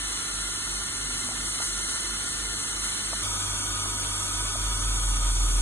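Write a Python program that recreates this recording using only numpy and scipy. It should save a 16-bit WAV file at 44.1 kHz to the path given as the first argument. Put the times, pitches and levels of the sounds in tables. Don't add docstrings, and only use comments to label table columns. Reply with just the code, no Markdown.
import sys
import numpy as np
from scipy import signal
from scipy.fft import rfft, irfft, next_fast_len
from scipy.io import wavfile
from scipy.ndimage import uniform_filter1d, map_coordinates

SR = 44100
rng = np.random.default_rng(int(sys.argv[2]) if len(sys.argv) > 2 else 0)


def store_pcm(level_fs):
    pcm = np.round(np.clip(level_fs, -1, 1) * 32767).astype(np.int16)
    wavfile.write(sys.argv[1], SR, np.atleast_2d(pcm).T)


def to_linear_factor(level_db):
    exponent = np.asarray(level_db, float) / 20
    return 10 ** exponent


N = 247611
CUT_S = 3.228


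def at_hz(points, hz, column=1):
    points = np.array(points)
    return np.interp(np.log(hz), np.log(points[:, 0]), points[:, column])


def by_shot(first, second):
    return np.where(np.arange(N) < CUT_S * SR, first, second)


def drift(rate):
    pole = np.exp(-80 * np.pi * rate / SR)
    noise = rng.standard_normal(N // 40 + 2002)
    slow = signal.lfilter([1], [1, -2 * pole, pole * pole], noise)[2000:]
    return np.interp(np.arange(N) / 40, np.arange(len(slow)), slow / slow.std())


def port_noise(spectrum, resonances, ports, lo_hz, hi_hz):
    size = next_fast_len(N)
    hz = np.maximum(np.fft.rfftfreq(size, 1 / SR), 1)
    power = to_linear_factor(at_hz(spectrum, hz)) ** 2 * (hz > spectrum[0][0]) * (hz < spectrum[-1][0])
    peaks = sum((to_linear_factor(db) ** 2 - 1) / (1 + (2 * (hz - f) / width) ** 2) for f, width, db in resonances)
    shape = np.sqrt(power * np.maximum(1 + peaks, 0))

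    ridges = rng.standard_normal(SR // 90)
    ridge_db = 1.9 * np.interp(hz / 45, np.arange(len(ridges)), ridges)
    shape = shape * to_linear_factor(ridge_db * (hz > 2300))

    alike = np.clip(at_hz(ports, hz), 0, 1)
    turn = np.exp(.5j * at_hz(ports, hz, column=2))
    tilt = to_linear_factor(at_hz(ports, hz, column=3) / 2)
    shared, apart = rfft(rng.standard_normal((2, size)))
    shared = np.sqrt(1 + alike) * shared
    apart = np.sqrt(1 - alike) * apart
    left = (shared + apart) * turn * tilt
    right = (shared - apart) / turn / tilt
    pair = shape * np.array([left, right])
    band = (hz > lo_hz) & (hz < hi_hz)
    mid_rms = np.sqrt(2 * np.sum(np.abs(pair.mean(axis=0)[band]) ** 2)) / size
    return irfft(pair, size)[:, :N] / mid_rms


# frequency in Hz, density in dB per Hz.
VENT_COLOUR = [(25, -19), (43, 2), (75, -8), (95, -7), (165, -2), (290, 0.5), (360, -1), (480, -3.5),
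               (560, -13.5), (1000, -12.5), (1400, -24)]
# frequency in Hz, width in Hz, height in dB.
ROOM_MODES = [(75.3, 13, 13.5), (145.3, 10, 9.5), (251.6, 2.7, 5), (293, 13, 6.5), (338, 16, 6)]
# frequency in Hz, likeness from 0 to 1, lead of the left in radians, left over right in dB.
AIR_PORTS = [
    [(60, 1, 0, 0), (190, .96, -.2, -1.3), (340, .91, -.35, -2), (620, .66, -.7, -3), (1100, .42, .3, -2),
     (1900, .3, .8, -1.5), (2500, .6, 3, -1), (3250, .74, 3.1, 0), (3900, .4, 1.2, 0), (4500, .62, 3, 0)],
    [(60, 1, 0, 0), (190, .96, -.2, -1.3), (340, .91, -.35, -2), (620, .66, -.6, -3), (1100, .42, .3, -2),
     (1900, .3, .8, -1.5), (2700, .76, 3.1, -1), (3200, .72, 3, 0), (3900, .5, 2.6, 0), (4500, .62, 3, 0)],
]


def ventilation():
    level_db = by_shot(-47.5, -46.5) + .5 * drift(1.3)
    return to_linear_factor(level_db) * port_noise(VENT_COLOUR, ROOM_MODES, AIR_PORTS[0], 86, 970)


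# frequency in Hz, level in dB rms.
MAINS_LINES = [
    [(100, -52.5), (200, -58)],
    [(100.2, -41), (200.4, -66)],
]


def mains():
    t = np.arange(N) / SR
    shots = [sum(np.sqrt(2) * to_linear_factor(db) * np.sin(2 * np.pi * hz * t) for hz, db in lines)
             for lines in MAINS_LINES]
    return by_shot(*shots) * to_linear_factor(1.2 * drift(4.9))


# pitch in Hz, level in dB, throbs a second,
# throb depth from 0 to 1, top of one throb in seconds.
PUMP = [
    (48.15, -44.5, 2.9, .6, 1.78),
    (48.15, -41, 5.0, .55, 3.52),
]


def pump():
    throb_ends_s, throb_fade_s = 4.1, .4
    t = np.arange(N) / SR
    fade = np.clip((throb_ends_s - t) / throb_fade_s, 0, 1)
    shots = []
    for hz, db, rate, depth, top_s in PUMP:
        throb = 1 + depth * fade * np.cos(2 * np.pi * rate * (t - top_s))
        shots.append(to_linear_factor(db) * throb * np.sin(2 * np.pi * hz * t))
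    level = np.sqrt(2) * to_linear_factor(.1 + 0.31 * drift(2.8))
    return level * by_shot(*shots) * to_linear_factor([[-.25], [.25]])


def compressor():
    beat_top_s, start_hz, sag_hz_per_s = 5.1, 42.74, 3.2
    load_from_s, load_rise_s, full_load_db, second_order_db = 4.02, 1.25, -24.5, -32.5
    t = np.arange(N) / SR
    since = t - beat_top_s
    phase = 2 * np.pi * (PUMP[1][0] * beat_top_s + start_hz * since - sag_hz_per_s * since ** 2 / 2)
    load = np.maximum(t - load_from_s, 0) / load_rise_s
    level = np.sqrt(2) * to_linear_factor(full_load_db) * 2 * load ** 2 / (1 + load ** 2)
    second = to_linear_factor(second_order_db) * level / 0.032 * np.sin(2 * phase + 1)
    return level * (np.sin(phase) + second) * to_linear_factor([[-.25], [.25]])


def whirr():
    centre_s, half_length_s, pitch_hz, level_db = 1.23, 0.43, 252.5, -52
    t = np.arange(N) / SR
    swell = np.exp(-((t - centre_s) / half_length_s) ** 4)
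    phase = 2 * np.pi * np.cumsum(pitch_hz + 2.5 * drift(3.3)) / SR
    level = np.sqrt(2) * to_linear_factor(level_db + 0.9 * drift(4.8))
    return level * swell * np.sin(phase) * to_linear_factor([[-1], [1]])


# start in seconds, peak in dB, pitch in Hz, share of the upper modes from 0 to 1.
TAPS = [
    (1.287, -36.5, 662, 0.94),
    (1.313, -37, 770, 0.4),
    (1.601, -36, 695, 1),
    (1.62, -38, 915, 0.7),
    (3.13, -31, 670, 1),
    (3.859, -37, 780, .9),
    (4.556, -31.5, 657, 0),
]


def taps():
    out = np.zeros(N)
    t = np.arange(2000) / SR
    envelope = (1 - np.exp(-t / 0.0011)) * to_linear_factor(-60 * t / 0.02)
    for start_s, db, hz, upper in TAPS:
        modes = [(1, 1), (1.35, 0.98 * upper), (1.7, upper)]
        knock = sum(share * np.sin(2 * np.pi * ratio * hz * t) for ratio, share in modes)
        i = round(start_s * SR)
        out[i:i + len(t)] += to_linear_factor(db + 7.5) * knock * envelope
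    return np.array([out * to_linear_factor(-1.0), np.roll(out, -4) * to_linear_factor(3.0)])


# time in seconds, spray lift in dB, suction lift in dB.
PRESSES = [(0.13, 0.2, 1.5), (1.15, 1.4, -0.2), (1.47, 2, 0.4), (1.63, 3, 0.9), (1.9, 2, 2),
           (2.6, 1.5, 0.8), (2.84, 2.5, 2), (3.18, 0.1, 1.2), (4.34, 0.5, -0.2), (5.33, 0.2, -1.8),
           (5.53, 0.8, -0.8)]


def pressure():
    rise_s, fade_s = 0.014, 0.14
    t = np.arange(N) / SR
    press_s, *lifts = np.transpose(PRESSES)
    since = t - press_s[:, None]
    rise = np.exp(-.5 * (since / rise_s) ** 2)
    fade = np.exp(-np.abs(since) / fade_s)
    spray_lift, suction_lift = np.array(lifts) @ np.where(since < 0, rise, fade)
    opening = -0.4 * np.exp(-t / 0.31)
    return by_shot(-34, -33) + opening + spray_lift, by_shot(-42.5, -41) + suction_lift


# frequency in Hz, density in dB per Hz.
SUCTION_COLOUR = [
    [(500, -20), (900, -13), (1300, -6.5), (1700, -10), (2300, -12), (2600, -10), (3300, -5), (3800, -8),
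     (4400, -5), (5000, -83.5)],
    [(500, -14), (900, -9.5), (1300, -5.5), (1600, -10), (1950, -15), (2700, -8.5), (3100, -5.5),
     (3600, -3), (3950, -14.5), (4400, -4), (5000, -71.5)],
]
# frequency in Hz, width in Hz, height over the roar in dB.
TUBE_MODES = [
    [(1409, 18, 12), (1782, 8, 13), (2070, 22, 12), (3200, 110, -6), (1248, 87, 1.5), (3000, 120, 5),
     (4200, 150, 4)],
    [(958, 18, 10), (1254, 43, 10.5), (1472, 27, 11), (2240, 51, 7.5), (3370, 150, 5.5), (4660, 200, 9.5)],
]


def suction(level_db):
    shots = [port_noise(*shot, 980, 2053) for shot in zip(SUCTION_COLOUR, TUBE_MODES, AIR_PORTS)]
    stretch = np.cumsum(.004 * drift(1.5))
    stretch = stretch - np.linspace(0, stretch[-1], N)
    read = np.clip(np.arange(N) + stretch, 0, N - 1)
    roar = [np.array([map_coordinates(port, [read], order=3) for port in shot]) for shot in shots]
    return to_linear_factor(level_db + .5 * drift(18)) * by_shot(*roar)


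# frequency in Hz, density in dB per Hz.
SPRAY_COLOUR = [(3800, -22), (4500, -8), (5100, -7.5), (5600, -2.5), (6400, -2.5), (7650, -5), (8250, .3),
                (9000, -2.5), (10000, -3.5), (10900, -6), (11650, -7.5), (11900, -17), (12150, -24)]
# frequency in Hz, likeness from 0 to 1, lead of the left in radians, left over right in dB.
SPRAY_PORTS = [(4000, .7, 2.1, 0), (4600, .74, 2.7, 0), (5100, .9, 3.14, 0), (5700, .81, 3.62, 0),
               (6900, .8, 5.6, 0), (7600, .93, 6.1, 0), (9300, .94, 6.45, 0), (9900, .78, 7.05, 0),
               (11000, .84, 8.92, 0), (11600, .9, 9.42, 0)]


def spray(level_db):
    shots = []
    for edge_db in (0, 3):
        edges = [(5400, 1200, edge_db), (11500, 1500, edge_db)]
        shots.append(port_noise(SPRAY_COLOUR, edges, SPRAY_PORTS, 6200, 10770))
    return to_linear_factor(level_db + .3 * drift(12)) * by_shot(*shots)


def scene():
    spray_db, suction_db = pressure()
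    background = ventilation() + mains() + pump() + compressor() + whirr() + taps()
    return background + suction(suction_db) + spray(spray_db)


# frequency in Hz, masking level over the step in dB, extra coarseness of the weaker channel from 0 to 1.
KEPT = [(200, 40, 0), (500, 29, 0), (1200, 14, 0), (1600, 9, .1), (2200, 6, .2), (3000, 8, .3),
        (4000, 7, .3), (5100, 9, .9), (6000, 8.5, .8), (7300, 10, 1), (9000, 12.5, 1), (10300, 9.5, .7),
        (11200, 9, 1), (11900, 1, 1)]


def masked_lines_removed(x, flicker_db, empty_db, blotch_db):
    hop, grid = 1024, 623
    lines, width = 576, 16
    n, k = np.arange(2 * hop)[:, None], np.arange(lines)
    window = signal.windows.kaiser_bessel_derived(2 * hop, 4 * np.pi)[:, None]
    basis = window * np.sqrt(2 / hop) * np.cos(np.pi / hop * (n + .5 + hop / 2) * (k + .5))

    frames = N // hop + 2
    mid_side = np.array([x[0] + x[1], x[0] - x[1]]) / 2
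    padded = np.pad(mid_side, ((0, 0), (hop - grid, 3 * hop)))
    blocks = padded[:, :(frames + 1) * hop].reshape(2, frames + 1, hop)
    lapped = np.concatenate([blocks[:, :-1], blocks[:, 1:]], axis=2)
    coef = (lapped @ basis).reshape(2, frames, -1, width)

    band = np.mean(coef ** 2, axis=3) + 1e-20
    louder = band.max(axis=0)
    mask = uniform_filter1d(louder, size=3, axis=1)
    hz = (np.arange(lines // width) + .5) * width * SR / 2 / hop
    coarser = (louder / band) ** (at_hz(KEPT, hz, column=2) / 2)
    flicker = flicker_db * rng.standard_normal(band.shape)
    step = np.sqrt(mask) * coarser * to_linear_factor(flicker - at_hz(KEPT, hz))
    near_cut = np.abs(np.arange(frames) * hop + grid - CUT_S * SR) < hop
    step[0, near_cut] *= to_linear_factor(-14)
    kept = np.sign(coef) * np.floor(np.abs(coef) / step[..., None] + .4) * step[..., None]

    blotch = np.sqrt(uniform_filter1d(band, size=3, axis=1)) * (hz > 2200)
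    patches = uniform_filter1d(rng.standard_normal(band.shape), size=5, axis=1)
    blotch = blotch * to_linear_factor(blotch_db + 3.5 * patches)
    local = uniform_filter1d(coef.reshape(2, frames, -1) ** 2, size=4, axis=2)
    local = uniform_filter1d(local, size=3, axis=1)
    limit = np.repeat(np.log(np.maximum(step * to_linear_factor(empty_db), blotch)), width, axis=2)
    limit = uniform_filter1d(limit, size=width, axis=2)
    limit = np.exp(uniform_filter1d(limit, size=2, axis=1))
    kept *= (np.sqrt(np.abs(local)) > limit).reshape(coef.shape)

    removed = (coef - kept).reshape(2, frames, lines) @ basis.T
    blocks = blocks.copy()
    blocks[:, :-1] -= removed[..., :hop]
    blocks[:, 1:] -= removed[..., hop:]
    mid, side = blocks.reshape(2, -1)[:, hop - grid:hop - grid + N]
    return np.array([mid + side, mid - side])


def low_pass(x):
    return signal.sosfilt(signal.butter(12, 12100, fs=SR, output="sos"), x)


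def record(dry):
    mix = masked_lines_removed(dry, flicker_db=2.2, empty_db=-4, blotch_db=-2.35)
    return low_pass(mix)


dry = scene()
out = record(dry)
store_pcm(out)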